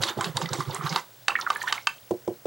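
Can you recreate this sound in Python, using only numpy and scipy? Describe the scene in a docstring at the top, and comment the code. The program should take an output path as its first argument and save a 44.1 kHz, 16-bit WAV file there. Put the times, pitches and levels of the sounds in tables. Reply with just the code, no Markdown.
"""A small room, where a paintbrush is rinsed in a container of water in two short runs.
First it is swished hard: the water throbs, gurgles and spatters as swarms of bubbles ring. Then it is
shaken lightly, with plops and sharp knocks of the handle ringing the container wall. Foam fizzes out and
three dull bumps of the brush follow, over faint hiss, hum and a thin electrical whine."""
import sys
import numpy as np
from scipy import signal
from scipy.fft import rfft, irfft, next_fast_len
from scipy.io import wavfile

SR = 44100
rng = np.random.default_rng(int(sys.argv[2]) if len(sys.argv) > 2 else 0)


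def store_pcm(level_fs):
    """Save levels as 16-bit WAV."""
    pcm = np.round(np.clip(level_fs, -1, 1) * 32767).astype(np.int16)
    wavfile.write(sys.argv[1], SR, np.atleast_2d(pcm).T)


N = 108750

# spectrum of the finest bubbles, in spray and foam (frequency [Hz], level [dB])
FINE_BUBBLE_TONE = [(2700, -3), (3600, 1.5), (5000, -4.5), (5700, -4.5), (7000, -5), (9000, -14),
                    (12500, -7.5)]


def undb(db):
    return 10 ** (np.asarray(db) / 20)


def unit(x):
    """Scale to rms 1."""
    return x / np.sqrt(np.mean(x ** 2))


def at(hz, points):
    """Read (frequency [Hz], value) points on a log axis."""
    freqs, values = np.array(points, float).T
    return np.interp(np.log(np.maximum(hz, 1)), np.log(freqs), values)


def colour(x, points):
    """Equalise by (frequency [Hz], gain [dB]) points."""
    size = next_fast_len(len(x) + SR // 8)
    gain = undb(at(np.fft.rfftfreq(size, 1 / SR), points))
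    return irfft(rfft(x, size) * gain, size)[:len(x)]


def fade(t, t60):
    return np.exp(-np.log(1000) * t / t60)


def add(out, start, x):
    """Mix x in at a time in s."""
    i = max(int(start * SR), 0)
    out[i:i + len(x)] += x[:max(len(out) - i, 0)]


def ring(t, hz, t60, rise_s, glide=0):
    """A fading sine with a soft attack; its pitch climbs by the fraction glide per t60."""
    t = np.maximum(t, 0)
    bend = 1 + glide * np.minimum(t / t60, 2) / 2
    return np.sin(2 * np.pi * hz * t * bend) * fade(t, t60) * (1 - np.exp(-t / rise_s))


def burst(t, t60, lo_hz, hi_hz):
    """A short puff of band-limited noise."""
    band = signal.butter(3, [lo_hz, min(hi_hz, SR / 2 - 1000)], "band", fs=SR, output="sos")
    puff = rng.standard_normal(len(t)) * fade(t, t60)
    return signal.sosfilt(band, puff) * np.sqrt(SR / 2 / (hi_hz - lo_hz))


def band_noise(lo_hz, hi_hz):
    """Steady noise in one band, rms 1."""
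    band = signal.butter(2, [lo_hz, hi_hz], "band", fs=SR, output="sos")
    return unit(signal.sosfilt(band, rng.standard_normal(N)))


def bubbles(rate, tone, envelope, cycles, scatter_db, glide):
    """A swarm of random-sized bubbles, rate a second, riding a (time [s], level [dB]) envelope."""
    out = np.zeros(N)
    lo_hz, hi_hz = tone[0][0], tone[-1][0]
    for k, (when, pitch, strength, life) in enumerate(rng.random((int(rate * N / SR), 4))):
        hz = lo_hz * (hi_hz / lo_hz) ** pitch
        t60 = cycles * (.5 + life) / hz
        t = np.arange(int(t60 * SR) + 2) / SR
        db = at(hz, tone) - scatter_db * np.log(max(strength, .03))
        gain = undb(db) * np.sqrt(hz)  # makes up for the shorter ring of small bubbles
        add(out, (k + 2 * when) / rate, gain * ring(t, hz, t60, .5 / hz, glide))
    times, levels = np.transpose(envelope)
    return unit(out) * undb(np.interp(np.arange(N) / SR, times, levels, left=-120, right=-120))


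def background():
    """A bed of faint hiss, wavering hum and thin electrical whine."""
    # hiss spectrum (frequency [Hz], level [dB])
    hiss_tone = [(18, -49), (30, -22), (118, 1.5), (280, -7), (600, -2), (1280, -10), (1500, -7),
                 (2830, -13), (3220, -13.5), (3980, -16), (4910, -12), (13700, -16), (16000, -41)]
    mid, side = (unit(colour(rng.standard_normal(N), hiss_tone)) for _ in range(2))
    hiss = mid + undb(-13) * side * np.array([[1], [-1]])
    hum = band_noise(113, 129)
    waver = 1 + .12 * band_noise(3, 40)
    whine = waver * np.sqrt(2) * np.sin(2 * np.pi * 15734 * np.arange(N) / SR)
    return undb(-55.5) * hiss + undb(-62.5) * hum + undb(-55) * whine


def gurgle():
    """Big bubbles stirred under by the brush ring low, with hardly any bend in pitch."""
    # surges of the gurgle (time [s], level [dB])
    surges = [(0, -39), (0.111, -38.5), (.15, -70), (0.174, -28.5), (.22, -42), (.28, -35), (0.337, -73),
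              (0.363, -34), (0.449, -40.5), (.49, -61), (0.514, -37.5), (.6, -47.5), (.645, -57),
              (.69, -37), (.81, -48), (0.848, -38), (.89, -50), (.925, -36.5), (.965, -44), (1.01, -64),
              (1.27, -75), (1.3, -44.5), (1.42, -51), (1.52, -53.5), (1.8, -57.5)]
    # spectrum of the big bubbles (frequency [Hz], level [dB])
    tone = [(190, 4), (260, -22.5), (350, 7.5), (410, 8.5), (450, -12), (510, 9), (620, -4.5), (760, -3.5)]
    return undb(-2) * bubbles(500, tone, surges, cycles=44, scatter_db=2.5, glide=0.019)


def splashes():
    """Mid-sized bubbles chirp upward as the water sloshes, with a bright spray on top."""
    # envelopes of both runs (time [s], slosh level [dB], spray level [dB])
    swishes = [(0, -42.5, -62), (0.024, -33, -30.5), (.06, -41, -40), (0.094, -28.5, -34.5),
               (.15, -52, -84), (.18, -41.5, -45.5), (.21, -34.5, -51), (.255, -36, -38.5),
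               (0.34, -54, -62.5), (0.376, -34.5, -38), (.398, -43, -60), (0.416, -39, -39),
               (.485, -48.5, -58), (.52, -47, -50), (0.538, -29, -39.5), (0.57, -45, -46.5),
               (0.61, -37, -39), (0.648, -50.5, -54.5), (0.762, -35, -44), (.80, -45, -60),
               (0.868, -28.5, -38), (0.899, -42.5, -53), (.93, -36, -41.5), (0.987, -33, -40),
               (1.04, -67, -66), (1.276, -75, -63.5), (1.293, -27, -43), (1.34, -57, -82),
               (1.392, -43, -50), (1.445, -47.5, -63), (1.525, -39, -47.5), (1.591, -45.5, -54.5),
               (1.622, -46.5, -40), (1.655, -52, -57.5), (1.687, -32.5, -36), (1.718, -38.5, -58),
               (1.745, -37.5, -40), (1.785, -39.5, -53.5), (1.83, -77, -62)]
    # spectrum of the sloshing bubbles (frequency [Hz], level [dB])
    slosh_tone = [(700, -2.5), (920, 2), (1170, 2), (1400, -1.5), (1700, -4.5), (2000, 0), (2600, -16)]
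    times, slosh_db, spray_db = np.transpose(swishes)
    slosh = bubbles(900, slosh_tone, np.c_[times, slosh_db], cycles=30.3, scatter_db=2, glide=0.16)
    spray = bubbles(2500, FINE_BUBBLE_TONE, np.c_[times, spray_db], cycles=35, scatter_db=3, glide=0.098)
    return undb(-0.5) * slosh + undb(1.7) * spray


def strokes():
    """Each stroke heaves the water: a few low cycles that swell and die amid rough churning."""
    # throbs of the water (crest time [s], pitch [Hz], level [dB])
    throbs = [(.008, 126, -29), (0.092, 116, -44.5), (0.188, 127, -30.5), (0.273, 165, -32.5),
              (0.3, 144, -32.5), (0.361, 130, -29.5), (0.439, 160, -28), (0.468, 173, -37.5),
              (0.521, 130, -28.5), (0.596, 137, -27), (0.687, 131.3, -24.5), (.80, 150, -33.5),
              (0.85, 144, -26.5), (.923, 157, -26), (0.96, 182, -44.5)]
    swell_s, pitch_rise_per_s = 0.012, 1.3
    out, churn = np.zeros(N), undb(-14) * band_noise(98, 271)
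    for crest, hz, db in throbs:
        t = np.arange(N) / SR - crest
        heave = np.sin(2 * np.pi * (hz * t * (1 + pitch_rise_per_s * t / 2) + rng.random()))
        out += undb(db) * np.exp(-(t / swell_s) ** 2) * (heave + churn)
    return out


def knocks():
    """The handle cracks against the wall and rings; the spot it hits favours low or high wall modes."""
    # handle hits (time [s], level [dB], low modes [dB], high modes [dB], handle ring [dB])
    hits = [(0.0349, -20.5, -11, 11, -22), (0.209, -21.5, -18, -7, -12), (0.2435, -25, -16, 5.5, 1),
            (0.3694, -32.5, -6, 19.5, -15), (0.415, -32.5, 22.5, -3, -27), (.5315, -33.5, 7, 14, -19),
            (.926, -28.5, 7, 3, -10), (.960, -25, 22, 12.5, -3), (1.282, -13.5, -16, 0.5, -2),
            (1.5019, -20, 5, 1, -13), (1.725, -16, 0, 0.5, -26), (1.8709, -13, -3, -5, 3)]
    # modes of the container wall (frequency [Hz], level [dB], t60 [s])
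    wall_modes = [(393, -27.5, 0.048), (758, -21.5, 0.058), (919, -8, 0.051), (1170, 0.5, 0.029),
                  (1500, 1, 0.016), (1760, -9, 0.03), (2140, 1.5, 0.0077), (3115, -6, 0.029),
                  (3810, -3, 0.017), (4430, -12.5, 0.046), (4850, -10.5, 0.02), (6180, -43.5, 0.041),
                  (6350, -28.5, 0.034), (8680, -41, 0.0099)]
    low_edge_hz, high_edge_hz = (670, 1420), (3350, 3820)
    max_lag_s, detune = 0.000857, .012
    out, t = np.zeros(N), np.arange(SR // 8) / SR
    for start, db, low_db, high_db, handle_db in hits:
        crack = undb(-3.5 + high_db / 2) * burst(t, t60=0.023, lo_hz=600, hi_hz=6480)
        handle = undb(handle_db) * ring(t, hz=2646, t60=0.029, rise_s=0.0012)
        hit = crack + handle
        for k, (hz, mode_db, t60) in enumerate(wall_modes):
            spot_db = np.interp(hz, low_edge_hz, [low_db, 0]) + np.interp(hz, high_edge_hz, [0, high_db])
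            lag = max_lag_s * rng.random()
            mode = ring(t - lag, hz * (1 + detune * rng.standard_normal()), t60, rise_s=0.000084)
            hit += (-1) ** k * undb(mode_db + spot_db) * mode
        add(out, start, undb(db) * hit)
    return out


def plops():
    """Each bubble snaps shut and rings briefly, rising in pitch; the smallest are mostly snap."""
    # single bubbles and drops (time [s], pitch [Hz], level [dB], t60 [s])
    drops = [(.085, 3550, -24.5, 0.093), (.172, 504, -28.5, 0.055), (.189, 805, -20, 0.039),
             (0.21, 7530, -28, 0.022), (0.211, 1032, -22, 0.081), (0.369, 7430, -21, 0.017),
             (.376, 897, -26, 0.044), (0.422, 5070, -25, 0.021), (0.456, 1980, -29.5, 0.046),
             (0.459, 3750, -22.5, 0.012), (0.488, 1274, -28.5, 0.05), (.489, 4670, -28.5, 0.021),
             (0.533, 6730, -22.5, 0.025), (0.6049, 1162, -16.5, 0.044), (.55, 341, -31.5, 0.15),
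             (0.586, 358, -27, 0.12), (0.696, 880, -27.5, 0.048), (.708, 3620, -30, 0.04),
             (.746, 8100, -26, 0.023), (0.764, 1130, -18.5, 0.019), (.810, 1200, -22.5, 0.028),
             (0.856, 1163, -27.5, 0.08), (.869, 1310, -27, 0.023), (.893, 4900, -27.5, 0.068),
             (1.318, 1130, -20, 0.032), (1.283, 808, -27, 0.12), (1.304, 2710, -21, 0.029),
             (1.354, 1826, -7.5, 0.02), (1.361, 2170, -17, 0.023), (1.389, 1323, -20.5, 0.026),
             (1.397, 1310, -21.5, 0.023), (1.401, 9900, -35, 0.016), (1.4116, 4780, -19.5, 0.016),
             (1.42, 3500, -26, 0.028), (1.424, 936, -26.5, 0.047), (1.465, 1413, -18, 0.057),
             (1.473, 1210, -12, 0.019), (1.504, 1170, -10.5, .032), (1.5595, 1700, -14, 0.021),
             (1.616, 1786, -18.5, .028), (1.55, 9700, -36, 0.014), (1.570, 9000, -39, 0.014),
             (1.629, 7670, -30.5, 0.012), (1.637, 979, -21.5, 0.057), (1.671, 1450, -22, 0.033),
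             (1.676, 1800, -19, 0.05), (1.697, 3166, -29, 0.047), (1.779, 2160, -23, 0.021)]
    # how much of a bubble is snap (pitch [Hz], share of energy [0-1])
    snap_share = [(1500, .08), (3500, .25), (7500, .7)]
    out, t = np.zeros(N), np.arange(SR // 8) / SR
    for start, hz, db, t60 in drops:
        share = at(hz, snap_share)
        snap = np.sqrt(share) * burst(t, t60, hz * 0.77, hz * 1.29)
        chirp = 1.006 * np.sqrt(1 - share) * ring(t, hz, t60, rise_s=0.00055, glide=0.078)
        add(out, start, undb(db) * (chirp + snap))
    return out


def foam():
    """Last drips and bursting foam leave a fine fizz after the second run."""
    # the fizz dying away (time [s], level [dB])
    fizz = [(1.80, -54), (1.9, -55.5), (2.02, -56.5), (2.14, -62), (2.32, -62.5), (2.46, -68)]
    return undb(-1.5) * bubbles(600, FINE_BUBBLE_TONE, fizz, cycles=20, scatter_db=5, glide=0.07)


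def bumps():
    """Soft blows of the brush ring only low modes, with a faint tick of contact."""
    # dull blows (time [s], level [dB])
    blows = [(2.109, -16), (2.277, -18), (2.4555, -18.5)]
    # body of a bump (frequency [Hz], level [dB], t60 [s], delay [s])
    low_modes = [(115, -23, 0.17, 0.0097), (199, -7, 0.061, 0.00099), (354, 1.5, 0.071, .005),
                 (483, 6.5, 0.024, 0.00011), (560, -5, 0.039, 0), (704, -9.5, 0.037, 0.012),
                 (806, -9, 0.027, 0.0017), (983, -6.5, 0.023, 0.0024)]
    # the soft contact passes little treble (frequency [Hz], gain [dB])
    soft_contact = [(1100, 0.5), (1500, 3), (3000, -25)]
    out, t = np.zeros(N), np.arange(SR // 3) / SR
    for start, db in blows:
        body = sum(undb(mode_db) * ring(t - delay, hz, t60, rise_s=0.0015)
                   for hz, mode_db, t60, delay in low_modes)
        tick = undb(-25.5) * burst(t, t60=0.043, lo_hz=670, hi_hz=8400)
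        add(out, start, undb(db) * (colour(body, soft_contact) + tick))
    return out


def room_tail():
    """The room's short diffuse tail: noise that dies at its own rate in each band."""
    # reverb bands (centre [Hz], level [dB], t60 [s])
    bands = [(150, -13, 0.22), (386, -10.5, 0.17), (990, -13, 0.19), (2530, -11.5, 0.18),
             (4160, -16.5, 0.28), (7000, -14, 0.21), (11900, -6.5, 0.21)]
    predelay_s, build_s = 0.006, 0.01
    t = np.arange(SR // 2) / SR
    onset = np.clip((t - predelay_s) / build_s, 0, 1)
    out, centres = 0, [row[0] for row in bands]
    spectrum, freqs = rfft(rng.standard_normal(len(t))), np.fft.rfftfreq(len(t), 1 / SR)
    for share, (_, db, t60) in zip(np.eye(len(bands)), bands):
        noise = irfft(spectrum * at(freqs, list(zip(centres, share))), len(t))
        shape = fade(t, t60) * onset
        out = out + undb(db) * noise * shape / np.sqrt(np.sum(shape ** 2))
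    return out


def place(source, balance):
    """Set a source in the room: wall echoes, a diffuse tail and its lean between the channels."""
    # early reflections off nearby walls (delay [s], level [dB])
    echoes = [(0.0185, -20.5), (0.03, -18.5), (.049, -33)]
    # their dull tone (frequency [Hz], gain [dB])
    echo_tone = [(500, 3.5), (1200, -16.5), (4000, -23)]
    width_db = -21.5
    near, dull = source.copy(), colour(source, echo_tone)
    for delay, db in echoes:
        add(near, delay, undb(db) * dull)
    mid, side = (signal.fftconvolve(source, room_tail())[:N] for _ in range(2))
    channels = []
    for sign in (1, -1):
        lean = [(hz, sign * db / 2) for hz, db in balance]
        channels.append(colour(near + mid + sign * undb(width_db) * side, lean))
    return np.array(channels)


def scene():
    """The container stands a little to the right, close to the microphone."""
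    # panning of the knocks and bumps (frequency [Hz], left minus right [dB])
    hit_balance = [(60, -11), (110, -9), (200, -2.5), (380, -2.5), (700, -2.5), (1290, -4.5), (2380, -2),
                   (4400, -2), (8120, -3), (15000, -11)]
    # panning of the water (frequency [Hz], left minus right [dB])
    water_balance = [(60, -3), (110, -7.0), (200, -9.5), (380, -3), (700, -4.5), (1290, -4.5), (2380, -3.0),
                     (4400, -2.5), (8120, -5.5), (15000, -1.5)]
    hits = place(knocks() + bumps(), hit_balance)
    water = place(plops() + strokes() + gurgle() + splashes() + foam(), water_balance)
    return hits + water + background()


def record(dry):
    """The recorder thins the deep bass and cuts the top."""
    low_cut_hz, top_hz = 66, 16200
    thin = signal.sosfilt(signal.butter(3, low_cut_hz, "high", fs=SR, output="sos"), dry)
    return signal.sosfilt(signal.ellip(8, .2, 70, top_hz, fs=SR, output="sos"), thin)


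dry = scene()
out = record(dry)
store_pcm(out)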